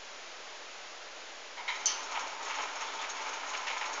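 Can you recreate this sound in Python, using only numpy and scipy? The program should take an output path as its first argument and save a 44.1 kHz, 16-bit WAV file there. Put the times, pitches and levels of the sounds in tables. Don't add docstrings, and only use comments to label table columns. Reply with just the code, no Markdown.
import sys
import numpy as np
from scipy import signal
from scipy.fft import rfft, irfft
from scipy.io import wavfile

SR = 44100
rng = np.random.default_rng(int(sys.argv[2]) if len(sys.argv) > 2 else 0)


def master_out(mix):
    frames = np.transpose(np.atleast_2d(mix))
    ceiling = np.clip(frames, -1, 1)
    pcm = np.round(ceiling * 32767).astype(np.int16)
    wavfile.write(sys.argv[1], SR, pcm)


N = 176400
T = np.arange(N) / SR
CUTOFF_HZ = 8400


def from_db(db):
    return 10 ** (np.asarray(db) / 20)


def unit_rms(x):
    return x / np.sqrt(np.mean(x ** 2) + 1e-20)


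def coloured(x, spectrum, tilt_db_per_octave=0):
    octave = np.log2(np.maximum(np.arange(N // 2 + 1) * SR / N, 1))
    hz, db = np.transpose(spectrum)
    gain_db = np.interp(octave, np.log2(hz), db) + tilt_db_per_octave * octave
    in_band = (octave > np.log2(hz[0]) - 1) & (octave < np.log2(CUTOFF_HZ))
    return unit_rms(irfft(rfft(x) * from_db(gain_db) * in_band, N))


def noise(spectrum, tilt_db_per_octave=0):
    return coloured(rng.standard_normal(N), spectrum, tilt_db_per_octave)


def highpass(x, corner_hz):
    return signal.sosfilt(signal.butter(2, corner_hz, "high", fs=SR, output="sos"), x)


def drift(rate_hz):
    ratio = np.arange(N // 2 + 1) * SR / N / rate_hz
    return unit_rms(irfft(rfft(rng.standard_normal(N)) * ratio / (1 + ratio * ratio) ** 2, N))


def ring(start_s, modes):
    age = np.maximum(T - start_s, 0)
    ringing = 0
    for hz, db, t60 in modes:
        amplitude = rng.choice([-1, 1]) * from_db(db - 60 * age / t60)
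        ringing += amplitude * np.sin(2 * np.pi * (hz * age + rng.random()))
    return ringing * np.minimum(age / .0008, 1)


def resonate(force, modes):
    response = 0
    for hz, db, t60 in modes:
        radius, angle = from_db(-60 / (t60 * SR)), 2 * np.pi * hz / SR
        feedback = [1, -2 * radius * np.cos(angle), radius ** 2]
        gain = from_db(db) * (1 - radius ** 2) / 2
        response += gain * signal.lfilter([1, 0, -1], feedback, force + 1e-18)
    return response


def with_ring(x, modes, ring_db):
    return x + from_db(ring_db) * np.std(x) * unit_rms(resonate(x, modes))


def burst(start_s, attack_s, hold_s, drop_s, tail_db, t60_s):
    age = np.maximum(T - start_s, 0)
    decay_age = np.maximum(age - hold_s, 0)
    tail_share = from_db(tail_db) ** 2
    direct_power = (1 - tail_share) * np.exp(-np.minimum(2 * decay_age / drop_s, 80))
    tail_power = tail_share * from_db(-120 * decay_age / t60_s)
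    return np.minimum(age / attack_s, 1) * np.sqrt(direct_power + tail_power)


# frequency_hz, level_db
STREET_SPECTRUM = [(36, -14.5), (45, -22.5), (70, -30), (103, -47.5), (140, -27.5), (200, -19), (300, -13),
                   (400, -6.5), (530, -5.5), (585, -1.5), (640, -3.5), (780, -3.5), (1100, -5),
                   (1700, -5.5), (2800, -6.5), (4500, -10.5), (6800, -11.5)]

def street():
    return from_db(-46.5) * noise(STREET_SPECTRUM)


# time_s, level_db
ROLL_LEVELS = [(1.56, -63), (1.72, -51), (1.95, -43), (2.08, -45), (2.2, -42), (2.38, -47.5), (2.45, -44.5),
               (2.6, -42), (2.72, -43.5), (2.88, -43), (3.1, -44.5), (3.28, -42), (3.4, -43.5), (3.62, -42),
               (3.8, -46.5), (4.0, -40)]
# frequency_hz, level_db
ROLL_SPECTRUM = [(110, -41.5), (170, -25.5), (280, -18.5), (340, -16), (450, -8), (720, -2.5), (900, -1.5),
                 (1300, 0), (1750, -5.5), (2300, -6), (3300, -10), (4600, -15), (7000, -13)]
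# pitch_hz, level_db, t60_s
FRAME_MODES = [(278, -9, .12), (606, -9, .15), (850, -3, .14), (896, -3, .14), (950, -6, .15),
               (1022, -1.5, .13), (1271, -4, .1), (1400, -8, .12), (2197, -1.5, .1), (2268, -4.5, .1),
               (2395, -7, .1), (3042, -3, .13)]

def wheels():
    grains_per_s, spread_db, grit_db = 750, 3, -12.5
    sizes = from_db(spread_db * np.minimum(rng.exponential(1, N), 4)) * rng.choice([-1, 1], N)
    crushed = rng.random(N) < grains_per_s / SR
    grit = from_db(grit_db) * unit_rms(sizes * crushed)
    roughness = rng.standard_normal(N)
    judder = from_db(0.43 * drift(rate_hz=60))
    level = from_db(np.interp(T, *np.transpose(ROLL_LEVELS)))
    rumble = level * coloured((grit + roughness) * judder, ROLL_SPECTRUM)
    return with_ring(rumble, FRAME_MODES, ring_db=-7.5)


def chatter(runs, spectrum, tail_db, t60_s):
    contacts = 0
    for start_s, db, tilt, length_s in runs:
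        envelope = burst(start_s, 0.0025, length_s, drop_s=0.0098, tail_db=tail_db, t60_s=t60_s)
        contacts += from_db(db) * noise(spectrum, tilt) * envelope
    return with_ring(contacts, FRAME_MODES, ring_db=-10.5)


# start_s, level_db, tilt_db_per_octave, length_s
CLUNKS = [(1.572, -43.5, -4, 0.037), (1.678, -34.5, 1.5, 0.025)]
# frequency_hz, level_db
CLUNK_SPECTRUM = [(200, -28), (650, -14), (800, -7), (920, 1), (1120, -9), (1300, -4), (1600, -12),
                  (1900, -1), (2120, 1.5), (2650, -11), (3100, -6.5), (3500, -12), (3950, -8.5),
                  (4500, -21), (7000, -22)]
# pitch_hz, level_db, t60_s
CLUNK_MODES = [(905, 0, .2), (1025, -4, .15), (1297, -9, .25), (1873, -7, .2), (1945, -5, .22),
               (2065, 2, .2), (2150, 0, .2), (2417, -9, .25), (2860, -7, .2), (3062, -3, .2),
               (3160, -7, .2), (3833, -5, .16), (3940, -8, .16), (4105, -6, .14)]

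def clunks():
    ring_db, ring_delay_s = -6, 0.0059
    ringing = sum(from_db(db + ring_db) * ring(start_s + ring_delay_s, CLUNK_MODES)
                  for start_s, db, _, _ in CLUNKS)
    jolts = chatter(CLUNKS, CLUNK_SPECTRUM, tail_db=-3.5, t60_s=0.79)
    return highpass(ringing + jolts, corner_hz=330)


# pitch_hz, level_db
MOTOR_TONES = [(284, -69), (411, -66), (898, -55.5)]

def motor():
    start_s, rise_s, speed_wander, flutter_db = 1.62, 0.31, .005, 3.5
    shaft_time = np.cumsum(1 + speed_wander * drift(rate_hz=3.28)) / SR
    fade_in = np.clip((T - start_s) / rise_s, 0, 1)
    whine = 0
    for hz, db in MOTOR_TONES:
        amplitude = np.sqrt(2) * from_db(db + flutter_db * drift(rate_hz=10))
        whine += amplitude * np.sin(2 * np.pi * hz * shaft_time)
    return fade_in * whine


# start_s, level_db
TOOTH_CONTACTS = [(1.748, -44.5), (1.795, -48), (2.027, -42.5), (2.11, -43), (2.189, -41), (2.268, -44),
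                  (2.422, -41.5), (2.445, -42), (2.478, -43), (2.546, -43.5), (2.614, -40.5),
                  (2.686, -52.5), (2.749, -46.5), (2.805, -41), (2.858, -48.5), (2.931, -44), (3.01, -44),
                  (3.089, -38), (3.16, -46.5), (3.21, -42.5), (3.283, -43), (3.33, -43.5), (3.465, -45.5),
                  (3.487, -40), (3.56, -43), (3.605, -46.5), (3.718, -45.5), (3.768, -42.5), (3.85, -40.5),
                  (3.927, -39)]
# frequency_hz, level_db
TOOTH_SPECTRUM = [(800, -9), (2500, -20.5), (4200, -3), (4900, -14.5), (5400, -10), (5800, -3.5),
                  (6500, -8), (7000, -4.5), (8000, 3.5)]
# pitch_hz, level_db, t60_s
RACK_MODES = [(5330, 0, .17), (5455, -5, .16), (5510, -6, .14), (6380, -9, .06), (6490, -8, .1),
              (6555, -4, .08)]

def teeth():
    shape = dict(attack_s=0.0066, hold_s=0.014, drop_s=.01, tail_db=-9.5, t60_s=0.43)
    power = sum((from_db(db) * burst(start_s, **shape)) ** 2 for start_s, db in TOOTH_CONTACTS)
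    friction = rng.standard_normal(N) * from_db(2.9 * drift(rate_hz=300))
    scrapes = np.sqrt(power) * coloured(friction, TOOTH_SPECTRUM)
    return with_ring(scrapes, RACK_MODES, ring_db=-5)


# start_s, level_db
CLINK_BLOWS = [(1.858, -19), (1.8635, -24), (1.868, -22.5), (1.8725, -27)]
# frequency_hz, level_db
CLINK_SPECTRUM = [(500, -33), (2200, -35.5), (3100, -25), (3700, -29.5), (4450, -12.5), (5200, -21.5),
                  (5750, -5.5), (6280, 1.5), (6650, -29), (7100, -4.5), (8000, -3.5)]
# frequency_hz, level_db
CLINK_TAIL_SPECTRUM = [(600, -19.5), (2200, -14), (3100, -4), (3700, -12), (4500, -6), (5150, -6),
                       (5800, -5), (6220, 0), (6700, -18), (7500, -11)]
# pitch_hz, level_db, t60_s
CLINK_MODES = [(3047, -9, .3), (3165, -14, .6), (4470, -5, .35), (4735, -11, .25), (5518, -8, .3),
               (5715, -3, .25), (5829, -3, .3), (5911, -8, .3), (6056, -5, .3), (6122, -3, .4),
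               (6194, -1, .35), (6306, -1, .27), (7110, -11, .2)]

def clink():
    crack_shape = dict(attack_s=0.00031, hold_s=0.0013, drop_s=0.0037, tail_db=-24, t60_s=0.24)
    cracks = sum(from_db(db) * noise(CLINK_SPECTRUM) * burst(start_s, **crack_shape)
                 for start_s, db in CLINK_BLOWS)
    first_s, first_db = CLINK_BLOWS[0]
    swell = burst(first_s, attack_s=0.023, hold_s=0.023, drop_s=0.0037, tail_db=0, t60_s=0.5)
    tail = from_db(-33.5) * noise(CLINK_TAIL_SPECTRUM) * swell
    ringing = from_db(first_db - 13) * ring(first_s, CLINK_MODES)
    return cracks + tail + ringing


# start_s, level_db, tilt_db_per_octave, length_s
KNOCKS = [(2.116, -42.5, 4.5, 0.017), (2.147, -38, 5, 0.018), (2.169, -39, 1.5, 0.011),
          (2.226, -46.5, -5.5, 0.013), (2.262, -45.5, -1.5, .014), (2.326, -48.5, -2, 0.0073),
          (2.406, -40, -2, 0.0092), (2.459, -39.5, 1.5, 0.012), (2.495, -37.5, 5.5, 0.017),
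          (2.536, -40.5, 4, 0.0095), (2.568, -41, 4, 0.015), (2.584, -37.5, 2, 0.024),
          (2.626, -41, 1.5, .01), (2.759, -42, 0, 0.012), (2.808, -41.5, 4.5, 0.041),
          (2.946, -49.5, -2.5, 0.01), (3.013, -41, 5, 0.04), (3.149, -45.5, 7, 0.032),
          (3.193, -44.5, 0.5, 0.02), (3.255, -42, 3.5, 0.038), (3.330, -43.5, 7.5, .01),
          (3.430, -43.5, 0.5, 0.013), (3.533, -38, 7.5, 0.022), (3.668, -34.5, 7.5, .016),
          (3.697, -37, 6, 0.01), (3.730, -43.5, 4, 0.014), (3.764, -38.5, 3, 0.006),
          (3.809, -34, 3.5, 0.011), (3.838, -41, 1, .008), (3.855, -46.5, -0.5, 0.007),
          (3.890, -49.5, -7, 0.011), (3.972, -41, -3, 0.011)]
# frequency_hz, level_db
KNOCK_SPECTRUM = [(130, -44.5), (300, -9.5), (650, -0.5), (920, 9.5), (1550, -0.5), (2100, 0.5), (2700, -2),
                  (3400, -10.5), (4700, -20), (7000, -24.5)]

def knocks():
    impacts = chatter(KNOCKS, KNOCK_SPECTRUM, tail_db=-4, t60_s=0.41)
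    bouncing = from_db(1.5 * drift(rate_hz=160))
    return impacts * bouncing


# start_s, level_db, pitch_hz, length_s
SQUEAKS = [(2.866, -48.5, 3420, 0.026), (2.91, -51, 3500, 0.045), (2.984, -44.5, 3430, 0.026)]

def squeaks():
    mode_t60_s = .008
    sound = 0
    for start_s, db, hz, length_s in SQUEAKS:
        tone = unit_rms(resonate(rng.standard_normal(N), [(hz, 0, mode_t60_s)]))
        envelope = burst(start_s, attack_s=0.011, hold_s=length_s, drop_s=0.034, tail_db=-15, t60_s=.25)
        sound += from_db(db) * tone * envelope
    return sound


def scene():
    gate = wheels() + clunks() + motor() + teeth() + clink() + knocks() + squeaks()
    mono = street() + highpass(gate, corner_hz=162)
    return np.array([mono, mono])


def record(dry):
    edge_hz, fall_db_per_khz, dc_offset = 6980, 39.5, -.0016
    hz = np.arange(N + 1) * SR / (2 * N)
    khz_over_edge = np.maximum(hz - edge_hz, 0) / 1000
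    dulled = irfft(rfft(dry, 2 * N) * from_db(-fall_db_per_khz * khz_over_edge))[:, :N]
    lowpass = signal.ellip(10, .1, 80, CUTOFF_HZ, fs=SR, output="sos")
    return dc_offset + signal.sosfilt(lowpass, dulled)


dry = scene()
out = record(dry)
master_out(out)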